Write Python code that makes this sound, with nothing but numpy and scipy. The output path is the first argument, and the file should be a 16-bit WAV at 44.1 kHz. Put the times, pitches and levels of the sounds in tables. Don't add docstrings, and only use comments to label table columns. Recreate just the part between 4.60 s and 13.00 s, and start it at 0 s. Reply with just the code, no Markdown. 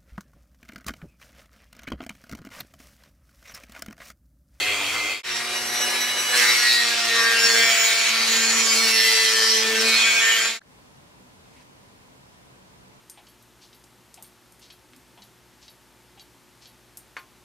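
import sys
import numpy as np
from scipy import signal
from scipy.fft import rfft, irfft
from scipy.io import wavfile
from scipy.ndimage import uniform_filter1d

SR = 44100
rng = np.random.default_rng(int(sys.argv[2]) if len(sys.argv) > 2 else 0)


def transcribe(signal):
    frames = np.atleast_2d(signal).T
    limited = np.clip(frames, -1, 1)
    pcm = np.round(limited * 32767).astype(np.int16)
    wavfile.write(sys.argv[1], SR, pcm)


N = 370440
TIME = np.arange(N) / SR

# t/s, gain/0-1
FADES = [(0, 0.91), (.53, 0.92), (.624, 0), (.632, 0), (.66, 0.54), (.72, 1), (5.86, 0.9), (5.997, 0),
         (6.001, 0), (6.006, 0.3), (6.12, 0.99), (8.4, 1)]
CUTS_S = (.628, 6.0)
MAINS_HZ = 120.0
EDGE_HZ = 15750

# t/s, scrub level/dB, shaft f/Hz, growl level/dB,
# squeal level/dB, vise level/dB
BRUSH = [(0.02, -26.5, 104.1, -47, -33, -47), (0.096, -26, 103.8, -40.5, -28.5, -44),
         (0.172, -27, 100.6, -47.5, -36, -35), (0.27, -27, 96.3, -44, -44, -37.5),
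         (0.3, -27.5, 104.7, -46, -52, -42), (0.346, -27, 104.3, -46, -32.5, -32),
         (0.488, -29, 103.4, -48.5, -28, -44), (0.5, -28, 101, -71, -34, -47),
         (0.518, -29, 99.9, -50, -30, -59), (0.54, -29.5, 103.5, -55, -35, -49)]
# f/Hz, relative level per Hz/dB
BRISTLES = [(35, -52), (60, -35), (105, -28), (201, -60), (232, -24), (405, -13), (937, -15), (1360, -7.5),
            (1680, -15), (2070, -4.5), (2220, -4.5), (2490, -3), (3530, -10), (7440, -15.5), (15700, -27)]
SQUEAL_HZ = 2078
# f/Hz, width/Hz, relative level/dB
JOINT = [(2320, 14, -10), (2428, 18, -8), (2560, 14, -7), (2666, 25, -11), (3188, 10, -11), (3255, 8, -7),
         (4346, 8, -10), (4561, 12, -13), (4652, 14, -15), (7214, 25, -15), (7644, 30, -19)]
SINGING_HZ = (2428, 2560, 3188, 3255, 4346, 4561)
# start t/s, length/s, level/dB
JOINT_SINGS = [
    [(.12, .13, -32), (.47, .1, -36)],
    [(-.04, 0.23, -38), (.4, 0.24, -39)],
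    [(0.183, 0.242, -43)],
    [(-.05, 0.25, -37), (.4, 0.13, -39)],
    [(-.06, .14, -29.5), (.06, .14, -41)],
    [(0.31, .12, -31)],
]
# f/Hz, level/dB
BRUSH_HUM = [(242, -55)]
GROWL_DB = [-8, -33, -2.5, -2, -4, -6, 1]

# t/s, f/Hz
SPEED = [(.63, 230.5), (.8, 236.4), (1.0, 240.2), (1.2, 242.2), (1.7, 244.8), (1.9, 243.1), (1.98, 241.7),
         (2.2, 236.4), (2.43, 232.7), (2.6, 230.3), (2.8, 229.2), (2.93, 230.2), (3.03, 229.2),
         (3.18, 227.1), (3.7, 226.7), (3.8, 226.0), (4.0, 225.8), (4.1, 225.2), (4.23, 225.4), (4.4, 223.8),
         (4.6, 223.4), (4.85, 222.4), (5.13, 222.4), (5.3, 224.8), (5.42, 226.7), (5.6, 226.8),
         (5.73, 225.9), (5.95, 227.3)]
TURN_HZ = 230
JITTER_TURNS = .004
TOUCH_S, TOUCH_RISE_S = 1.725, 0.013
# t/s, rough bed level over hiss/dB,
# ripple depth before unevenness/rad, wall resonance level/dB
CONTACT = [(.63, -12, 0.52, 2.5), (1.72, -15, 0.2, 2), (1.76, -1.5, 1.77, 6), (2.15, 0, 0.52, 15.5),
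           (2.35, 1.5, 0.43, 2), (6, 0.5, 0.65, 4)]

# t/s, order 1 level/dB, order 2 level/dB, order 3 level/dB
SHAFT = [(.63, -57, -50, -53), (1.0, -50, -63, -44), (1.3, -48, -72, -44.5), (1.45, -50, -69, -52),
         (1.68, -57, -51, -52), (1.76, -45.5, -37.5, -48), (2.0, -56, -46, -47), (2.1, -53, -55, -50),
         (2.25, -49, -43, -40), (2.45, -50, -51.5, -39), (2.55, -47, -36.5, -43), (2.75, -47.5, -35.5, -48),
         (2.95, -43, -32, -39), (3.15, -55.5, -45.5, -35.5), (3.4, -55, -45, -41), (3.55, -45.5, -50, -45),
         (3.7, -40.5, -40, -55), (3.95, -37.5, -44, -48), (4.2, -38.5, -37.5, -45), (4.6, -55, -35.5, -49),
         (4.95, -44, -32, -53), (5.25, -36, -29.5, -43), (5.33, -38, -41, -45), (5.4, -44, -51, -46),
         (5.55, -48, -42, -42), (5.72, -59, -43.5, -48), (5.95, -44.5, -48, -43.5)]
LOUD = (15, 16, 17, 20, 21, 23, 4, 5, 6, 7, 8, 9, 10, 11, 12, 13, 14, 18, 19, 22, 26, 24, 25)
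IDLE_DB = [-64, -43, -46, -50, -48, -53, -48.5, -46, -51, -48, -42.5, -46, -45, -54, -44, -70, -55, -47,
           -46, -53, -67, -41, -58]
CUTTING_DB = [-43.5, -52, -41, -39, -40, -52, -47.5, -43.5, -40.5, -44.5, -36.5, -40, -39, -37.5, -42,
              -41.5, -37.5, -38.5, -38.5, -50.5, -58.5, -41, -47.5]
# start t/s, length/s, level/dB
FLARES = [
    [(1.83, 0.19, -47), (2.84, 0.3, -34.5), (3.95, 0.33, -45), (4.33, .5, -37), (4.84, 0.38, -40),
     (5.33, 0.33, -33)],
    [(.82, 0.062, -46), (.94, 0.085, -37), (1.14, 0.18, -42), (1.3, 0.35, -38.5), (1.49, 0.25, -42),
     (1.83, 0.13, -27), (2.03, 0.19, -29.5), (2.44, 0.44, -37), (4.14, 0.49, -39), (5.33, 0.22, -46)],
    [(1.02, 0.36, -48), (1.3, 0.2, -47), (1.7, 0.15, -29), (2.04, 0.24, -33), (2.44, 0.29, -38),
     (3.24, .13, -34), (3.43, 0.41, -43), (4.34, 0.4, -40), (5.15, .1, -41), (5.27, 0.13, -30)],
    [(2.03, 0.24, -36), (2.63, 0.54, -38), (3.33, 0.47, -38), (3.54, 0.27, -59), (4.04, 0.47, -36),
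     (4.64, 0.28, -42)],
    [(.93, .14, -48), (2.33, .14, -47), (2.64, 0.53, -47), (3.54, 0.26, -47), (3.84, .2, -55),
     (4.03, 0.2, -34), (4.43, 0.26, -33.5), (4.74, 0.28, -36)],
    [(1.83, 0.099, -44), (2.03, 0.16, -40), (2.8, 0.35, -47), (4.0, .3, -41), (4.24, 0.24, -45),
     (4.8, 0.25, -37), (5.5, 0.26, -47), (4.63, 0.19, -37), (5.15, 0.3, -35)],
    [(1.75, 0.33, -53), (4.2, 0.47, -58)],
    [(1.69, 0.28, -41), (2.51, 0.23, -34), (3.94, 0.32, -43)],
    [(1.78, 0.33, -35), (2.3, 0.83, -48.5), (5.1, 0.48, -56)],
    [(1.15, 0.63, -41.5), (3.05, 0.41, -39.5), (3.7, 0.23, -40.5), (1.7, 0.2, -26.5), (1.97, 0.14, -35),
     (2.23, 0.14, -30.5), (2.53, 0.55, -28.5), (5.11, 0.8, -35.5)],
    [(1.74, 0.52, -30.5), (2.45, 0.39, -32), (2.82, 0.31, -33), (4.33, 0.69, -36.5), (4.97, 0.27, -41),
     (5.58, 0.22, -26.5)],
    [(1.15, 1, -47), (1.75, 0.32, -31.5), (2.93, 0.2, -31), (3.5, .2, -46), (4.3, 0.43, -29),
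     (4.8, 0.26, -44)],
    [(2.91, 0.67, -31), (3.95, 0.23, -40), (4.14, 0.26, -34), (5.22, 0.57, -30.5), (5.42, .17, -28.5),
     (3.8, 0.39, -43)],
    [(1.74, 0.17, -46), (2.4, 0.8, -48), (3.71, 0.82, -46), (5.22, 0.45, -29)],
    [(.93, 0.1, -34), (1.14, 0.3, -33), (1.4, 0.58, -37.5), (1.86, 0.26, -36.5), (2.71, 0.2, -31),
     (4.22, 0.47, -31.5), (5.1, 0.11, -34)],
    [(2.72, .17, -40), (4.18, 0.26, -41), (5.61, 0.2, -25)],
    [(2.45, 0.14, -55), (2.92, 0.41, -33.5), (3.9, 0.28, -52), (4.35, 0.7, -37), (5.34, 0.16, -26.5),
     (5.46, 0.091, -36), (5.6, 0.27, -34)],
    [(2.01, 0.16, -27), (4.2, 0.59, -41), (5.24, 0.17, -29)],
    [(1.75, 0.41, -38), (2.82, 0.23, -32), (3.24, 0.83, -43), (3.63, .14, -41), (4.13, 0.16, -28),
     (4.33, 0.4, -34), (4.66, 0.37, -36), (5.23, 0.37, -37), (5.33, 0.11, -23)],
    [(1.22, 0.22, -38), (2.33, 0.15, -41), (2.73, 0.56, -44), (3.95, 0.88, -39), (4.74, 0.33, -31)],
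    [(3.55, 0.91, -38.5), (4.25, 0.14, -38), (4.62, 0.44, -30)],
    [(.68, 0.14, -35.5), (.91, 0.35, -45), (1.11, 0.41, -40.5), (1.52, 0.65, -38.5), (1.76, 0.31, -48),
     (2.3, 0.42, -41), (2.75, 0.41, -36), (3.15, 0.41, -43), (4.04, 0.27, -36), (4.22, 0.33, -35),
     (4.85, 0.13, -39)],
    [(3.89, 0.18, -32), (4.12, 0.63, -34), (4.62, 0.29, -35), (4.84, 0.16, -23)],
]
FLARE_EDGE_S = 0.073
FLUTTER_DB, LOW_FLUTTER_DB = 2.0, 1.0
FAN = (32, 40, 47, 48)
FAN_DB = [-9, -10, -17, -11]
FAN_CUT_DB = -12
# f/Hz, level/dB
HUM = [(120, -62), (360, -48.5)]
# t/s, gain/dB
HUM_FADE = [(.65, 0), (2.3, 0), (3.2, -10), (6, -12)]
LOW_RIPPLE, MID_RIPPLE, HIGH_RIPPLE = 0.31, 1.48, 0.69
WOBBLE_PER_ORDER, WOBBLE_MOST = 0.044, 0.37
THROB_DB = 6.5
BOUNCE = 0.2

# t/s, bore boom level/dB, wall rasp level/dB, grit fizz level/dB,
# wall resonance f/Hz
GRIND = [(0.72, -25, -28, -40.5, 3800), (0.86, -30, -34, -38, 3830), (1.26, -26, -30, -33, 3920),
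         (1.7, -27, -30, -33.5, 3920), (1.77, -21, -27, -25.5, 4340), (1.8, -19.5, -26.5, -28, 4080),
         (2.13, -23, -29, -30.5, 4260), (2.34, -26, -22.5, -37.5, 4000), (2.67, -23, -27, -33.5, 3960),
         (2.82, -22, -25, -31.5, 3620), (2.92, -23, -20, -31.5, 4342), (2.99, -19.5, -27, -31.5, 3562),
         (3.22, -19.5, -24, -36, 3340), (3.25, -20, -24, -31.5, 3500), (3.48, -22.5, -22, -35.5, 4240),
         (3.94, -24, -24.5, -33, 4447), (4.08, -26.5, -25, -32, 3650), (4.17, -23.5, -27.5, -28.5, 4374),
         (4.5, -24, -26, -27.5, 4130), (4.97, -28, -26.5, -32, 3690), (5.06, -28, -25, -35.5, 3560),
         (5.33, -21.5, -23.5, -30, 4343), (5.45, -20.5, -20.5, -36, 3370), (5.5, -20, -25, -33.5, 3460),
         (5.72, -19, -27.5, -35, 3240), (5.88, -23, -26, -37, 3707)]
# t/s, level/dB
BODY = [(.72, -42), (1.2, -36), (1.75, -36), (2.2, -42.5), (2.8, -36.5), (3.2, -40), (3.7, -35.5),
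        (4.2, -38), (4.6, -43.5), (5.0, -41), (5.2, -33), (5.5, -40.5), (5.9, -39)]
# f/Hz, relative level per Hz/dB
COLOUR = [(88, -79.5), (150, -55.5), (221, -0.5), (280, -21.5), (335, -7), (389, 1), (446, -2.5),
          (521, 1.5), (671, -3.5), (754, 0), (2520, -0.5), (5590, -3), (12700, -16), (14000, -28.5),
          (14800, -29), (15700, -26)]
PARTS_HZ = (900, 2000, 4500, 10000)
# f/Hz, width/Hz, relative level/dB
STEEL = [
    [(5486, 16, 0)],
    [(5561, 14, 0)],
    [(6822, 8, 0), (6632, 20, -12), (7720, 20, -12)],
    [(7235, 12, 0), (6977, 14, -6)],
    [(12958, 14, 0), (12279, 25, -5)],
    [(15106, 40, -3), (15190, 60, -4), (14158, 25, -14)],
]
RING_DB = [-41.5, -40, -53, -62, -48.5, -53]
# start t/s, length/s, level/dB
SQUEALS = [
    [(1.72, 0.27, -30), (2.8, 0.11, -20), (2.88, 0.26, -31), (4.32, 0.39, -31.5)],
    [(1.85, 0.44, -38), (2.5, .16, -52), (3.1, 0.17, -40), (3.9, 0.22, -35), (4.75, .32, -40.5),
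     (5.13, 0.15, -27), (5.33, 0.37, -40)],
    [(1.75, 0.26, -37), (2.76, 0.58, -31), (3.09, 0.26, -31.5), (3.35, 0.19, -33), (3.65, 0.58, -27.5),
     (5.35, 1, -32)],
    [(2.9, 0.55, -33), (3.68, 0.54, -29.5), (5.33, 0.84, -30.5)],
    [(1.84, 0.18, -45), (3.07, 0.27, -46), (3.65, 0.15, -43), (4.05, 0.17, -48), (4.38, 0.15, -37),
     (5.63, 0.2, -44)],
    [(1.72, 0.22, -45), (2.78, 0.65, -40.5), (3.65, 0.27, -53), (4.14, .4, -44), (4.95, 0.46, -54.5),
     (5.45, 0.17, -44)],
]
# f/Hz, left-right correlation/-1 to 1
SAME = [(60, 1), (150, 1), (380, 0.96), (950, 0.91), (2380, 0.66), (5980, 0.39), (15000, -0.46)]
# f/Hz, left over right level/dB
LEAN = [(60, -5.5), (180, 1.5), (550, 0.5), (1650, 0.5), (4970, -0.5), (15000, -1.5)]

# f/Hz, relative level per Hz/dB
ROOM = [(15, -71.5), (25, -44), (45, -35), (91, -10), (126, -34.5), (241, -14), (391, -15.5), (447, -18.5),
        (498, -16.5), (925, -18), (1500, -21.5), (2130, -23), (9150, -32.5), (13700, -39), (15700, -44)]
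AIR_DB, ROOM_UNDER_TOOL_DB = -53.5, -4.5
# f/Hz, left-right correlation/-1 to 1
ROOM_SAME = [(60, 0.99), (180, -0.21), (550, 0.039), (1650, -0.54), (4970, -0.2), (15000, -0.17)]
# f/Hz, width/Hz, level/dB
ROOM_DRONE = [(55.3, 8.6, -72.5), (132, 17, -61), (188.4, 12.95, -63), (248.7, 10, -68), (440, 8, -72),
              (992, 55, -68)]
# t/s, level before decay and onset/dB, f/Hz, 60 dB decay time/s
TICKS = [(6.0134, -31, 1600, 0.012), (6.0155, -36, 4145, 0.0092), (6.017, -24, 1570, 0.007),
         (6.0205, -34, 1750, .01), (6.858, -46, 3000, 0.004), (6.97, -42, 2070, 0.005),
         (7.0, -46, 2600, .004), (7.0094, -44, 4800, 0.009), (7.0194, -44, 2500, 0.005)]
# t/s, level/dB
RUSTLE = [(6.75, -90), (6.85, -69), (6.92, -64), (6.97, -58), (7.03, -61), (7.07, -90)]
# f/Hz, relative level per Hz/dB
RUSTLE_COLOUR = [(800, -18), (2100, -1), (4500, -7), (10000, -10), (15000, -30)]


def gain_of(db):
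    return 10 ** (np.asarray(db) / 20)


def evened(x):
    return x / np.sqrt(np.mean(abs(x) ** 2) + 1e-20)


def read(points, hz):
    f, value = np.transpose(points)
    return np.interp(np.log(hz + 1), np.log(f + 1), value)


def columns(rows, t):
    s, *rest = np.transpose(rows)
    return [np.interp(t, s, c) for c in rest]


def alike(hz):
    return max(read(SAME, hz), .35)


def pair(a, b, same):
    same = np.clip(same, -1, 1)
    return np.array([a, same * a + np.sqrt(1 - same ** 2) * b])


def flicker(count, slow=False):
    wide = 2 if slow else 1
    smooth = uniform_filter1d(rng.standard_normal(count), size=600 * wide)
    return evened(uniform_filter1d(smooth, size=450 * wide))


def swells(rows, t):
    start, length, db = np.transpose(rows)[:, :, None]
    s = t[::64]
    edge = np.clip(np.minimum(s - start, start + length - s) / FLARE_EDGE_S, 0, 1)
    shapes = gain_of(db) * np.sin(np.pi / 2 * edge) ** 2
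    return np.interp(t, s, shapes.sum(0))


def hiss(count, colour, same, patchy_db):
    frames, hz = count // 256 + 5, np.fft.rfftfreq(1024, 1 / SR)
    a, b, c, d, patches = rng.standard_normal((frames, 513, 5)).T
    patches = uniform_filter1d(patches, size=10, axis=0)
    patches = evened(uniform_filter1d(patches, size=12, axis=1))
    spectra = pair(a + 1j * b, c + 1j * d, read(same, hz)[:, None])
    spectra = spectra * gain_of(read(colour, hz)[:, None] + patchy_db * patches)
    return evened(signal.istft(spectra, nperseg=1024, noverlap=768)[1][:, :count])


def ring(count, hz, width_hz, same):
    r = np.exp(-np.pi * width_hz / SR)
    blows = pair(*rng.standard_normal((count + SR // 4, 2)).T, same)
    ringing = signal.lfilter([1, 0, -1], [1, -2 * r * np.cos(2 * np.pi * hz / SR), r * r], blows)
    return evened(ringing[:, -count:])


def tone(turns, wobble, same, per_s):
    s = np.arange(0, len(turns) / SR + 1, 1 / 200)
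    pole = np.exp(-2 * np.pi * per_s / 200)
    noise = evened(signal.lfilter([1], np.poly([pole, pole]), rng.standard_normal((len(s), 4)).T))
    apart = np.arccos(np.clip(same, -1, 1)) / 2 * rng.choice([-1, 1])
    start = 2 * np.pi * rng.random()
    steady = np.exp(1j * (start + np.array([[apart], [-apart]]))) / np.cos(apart)
    wander = pair(noise[0] + 1j * noise[1], noise[2] + 1j * noise[3], 0.85 * same)
    size = steady + wobble * wander
    t, turn = np.arange(len(turns)) / SR, 2 * np.pi * turns
    cos, sin = np.cos(turn), np.sin(turn)
    out = [np.interp(t, s, z.real) * cos - np.interp(t, s, z.imag) * sin for z in size]
    return np.array(out) * np.sqrt(2 / (1 + 2 * wobble ** 2))


def bristles(t, turns, scrub_db, vise_db):
    scrub = gain_of(scrub_db + 1) * hiss(len(t), BRISTLES, SAME, patchy_db=2.5)
    scrub *= 1 + 0.068 * np.cos(2 * np.pi * turns) + 0.082 * np.cos(2 * np.pi * 2 * turns)
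    vise = gain_of(vise_db + 1.5) * ring(len(t), 1220, 500, 0.95)
    return scrub + vise


def joint(t, turns, scrub_db, squeal_db):
    squeal = gain_of(squeal_db) * tone(SQUEAL_HZ * t, 0.12, 0.7, 9.0)
    modes = gain_of(scrub_db - 5.0) * sum(gain_of(db) * ring(len(t), f, w, 1.0) for f, w, db in JOINT)
    modes += sum(swells(rows, t) * tone(f * t, 0.4, 0.9, 11.0) for f, rows in zip(SINGING_HZ, JOINT_SINGS))
    throb = 1 + 0.33 * np.cos(2 * np.pi * turns)
    return squeal * np.sqrt(throb) + modes * throb


def growl(t, turns, growl_db):
    orders = sum(gain_of(growl_db + db) * tone((k + 1) * turns, 0.8, 1.0, 7.0) for k, db in enumerate(GROWL_DB))
    hum = sum(gain_of(db) * tone(f * t, 0.14, 0.94, 6.4) for f, db in BRUSH_HUM)
    return orders + hum


def brush(t):
    scrub_db, hz, growl_db, squeal_db, vise_db = columns(BRUSH, t)
    turns = np.cumsum(hz) / SR
    scrub = bristles(t, turns, scrub_db, vise_db)
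    return scrub + joint(t, turns, scrub_db, squeal_db) + growl(t, turns, growl_db)


def room():
    out = gain_of(AIR_DB) * hiss(N, ROOM, ROOM_SAME, patchy_db=0.5)
    out += sum(gain_of(db) * ring(N, f, w, 0.75) for f, w, db in ROOM_DRONE)
    return out * np.where(TIME < CUTS_S[1], gain_of(ROOM_UNDER_TOOL_DB), 1)


def bench():
    level = gain_of(-62.0 + 0.67 * columns(HUM_FADE, TIME)[0])
    return level * ring(N, 59, 6.9, 0.68) * (TIME < CUTS_S[1])


def touch(t):
    return np.clip((t - TOUCH_S) / TOUCH_RISE_S, 0, 1)


def ripple(t):
    return np.sin(2 * np.pi * MAINS_HZ * t) / (2 * np.pi)


def order_levels(t, low_db, load_db):
    flutter = flicker(len(t), slow=True)

    def shifted_flutter():
        return np.roll(flutter, rng.integers(len(t)))

    low = [gain_of(db + LOW_FLUTTER_DB * touch(t) * shifted_flutter()) for db in low_db]
    loud = []
    for idle_db, cut_db, rows in zip(IDLE_DB, CUTTING_DB, FLARES):
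        base = gain_of(idle_db + (cut_db - idle_db) * touch(t))
        loud.append(gain_of(FLUTTER_DB * shifted_flutter()) * (base + swells(rows, t)))
    waking_db = np.minimum(18 * (t - 1.2), 0)
    fan_db = load_db + waking_db + FAN_CUT_DB * touch(t)
    fan = [loud[-2] * gain_of(db + fan_db) for db in FAN_DB]
    return [*zip((1, 2, 3), low), *zip(LOUD, loud), *zip(FAN, fan)]


def ripple_share(k):
    if k > 6:
        return HIGH_RIPPLE
    if k > 3:
        return MID_RIPPLE
    return LOW_RIPPLE * (k > 1)


def motor(t, turns, low_db, shake):
    load_db = columns(HUM_FADE, t)[0]
    orders = 0
    for k, level in order_levels(t, low_db, load_db):
        wobble = min(0.071 + WOBBLE_PER_ORDER * k, WOBBLE_MOST)
        orders = orders + level * tone(k * turns + ripple_share(k) * shake, wobble, alike(k * TURN_HZ), 8.3)
    bounce = BOUNCE * touch(t) * flicker(len(t), slow=True) * np.cos(np.pi * turns)
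    orders = orders + bounce * (orders - uniform_filter1d(orders, size=40))
    hum = gain_of(load_db) * sum(gain_of(db) * tone(f * t, 0.36, 0.9, 4.4) for f, db in HUM)
    return orders * gain_of(THROB_DB * shake) + hum


def rough_bed(turns, shake):
    bed = sum(gain_of(3 - .012 * (k - 12) ** 2)
              * tone(k * turns + shake, 2.5, alike(k * TURN_HZ), 2.5 + .2 * k)
              for k in range(6, 50) if k not in LOUD)
    return bed * np.sqrt(2 * TURN_HZ / SR)


def stone(t, turns, shake):
    bed_db = columns(CONTACT, t)[0]
    bed = gain_of(bed_db) * rough_bed(turns, shake)
    grit = hiss(len(t), [(20, 0), (20000, 0)], SAME, patchy_db=2.0)
    grit *= 1 + 0.21 * touch(t) * np.cos(2 * np.pi * turns)
    flicker_db = 1.0 * flicker(len(t))
    rough = (bed + grit) * gain_of(flicker_db + 7.8 * shake)
    hz, s, spectra = signal.stft(rough, SR, nperseg=1024)
    s = s + t[0]
    bore_db, wall_db, grit_db, wall_hz = columns(GRIND, s)
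    levels = np.array([columns(BODY, s)[0], bore_db - 3.5, wall_db - 6, grit_db + 6.5])
    shares = np.array([np.interp(np.log(hz + 1), np.log(PARTS_HZ), row) for row in np.eye(4)])
    wall_peak_db = columns(CONTACT, s)[2] * np.exp(-((hz[:, None] - wall_hz) / 450) ** 2)
    colour = gain_of(read(COLOUR, hz))
    colour /= np.sqrt(np.mean(colour ** 2 * shares[1]))
    spectra = spectra * colour[:, None] * gain_of(shares.T @ levels + wall_peak_db)
    return signal.istft(spectra, SR, nperseg=1024)[1][:, :len(t)]


def steel(t):
    out = 0
    for base_db, rows, modes in zip(RING_DB, SQUEALS, STEEL):
        level = gain_of(base_db) + swells(rows, t)
        out = out + level * sum(gain_of(db) * ring(len(t), f, w, alike(f)) for f, w, db in modes)
    return touch(t) * out


def grinder(t):
    hz, low_db = columns(SPEED, t)[0], columns(SHAFT, t)
    turns = np.cumsum(hz) / SR + JITTER_TURNS * touch(t) * flicker(len(t), slow=True)
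    uneven = 1 - touch(t) * (.2 - .35 * flicker(len(t), slow=True))
    shake = columns(CONTACT, t)[1] * ripple(t) * uneven
    both = motor(t, turns, low_db, shake) + stone(t, turns, shake) + steel(t)
    lean_db = read(LEAN, np.fft.rfftfreq(len(t), 1 / SR)) * np.array([[.5], [-.5]])
    return irfft(rfft(both) * gain_of(lean_db), len(t))


def ticks():
    out = np.zeros(N)
    t = np.arange(600) / SR
    for s, db, hz, t60 in TICKS:
        onset = np.minimum(t / (0.16 * t60), 1)
        start = round(s * SR)
        out[start:start + len(t)] += gain_of(db - 60 * t / t60) * np.sin(2 * np.pi * hz * t) * onset
    return out


def swish():
    noise = hiss(N, RUSTLE_COLOUR, SAME, patchy_db=1.5)
    return gain_of(columns(RUSTLE, TIME)[0]) * noise * (TIME > CUTS_S[1])


def scene():
    a, b = (round(s * SR) for s in CUTS_S)
    tool = np.concatenate([brush(TIME[:a]), grinder(TIME[a:b]), np.zeros((2, N - b))], axis=1)
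    return tool + room() + bench() + ticks() + swish()


def record(dry):
    faded = dry * np.clip(columns(FADES, TIME)[0], 0, 1)
    low_pass = signal.firwin(1023, EDGE_HZ, window=("kaiser", 9), fs=SR)
    return signal.oaconvolve(faded, low_pass[None], "same")


dry = scene()
out = record(dry)
transcribe(out)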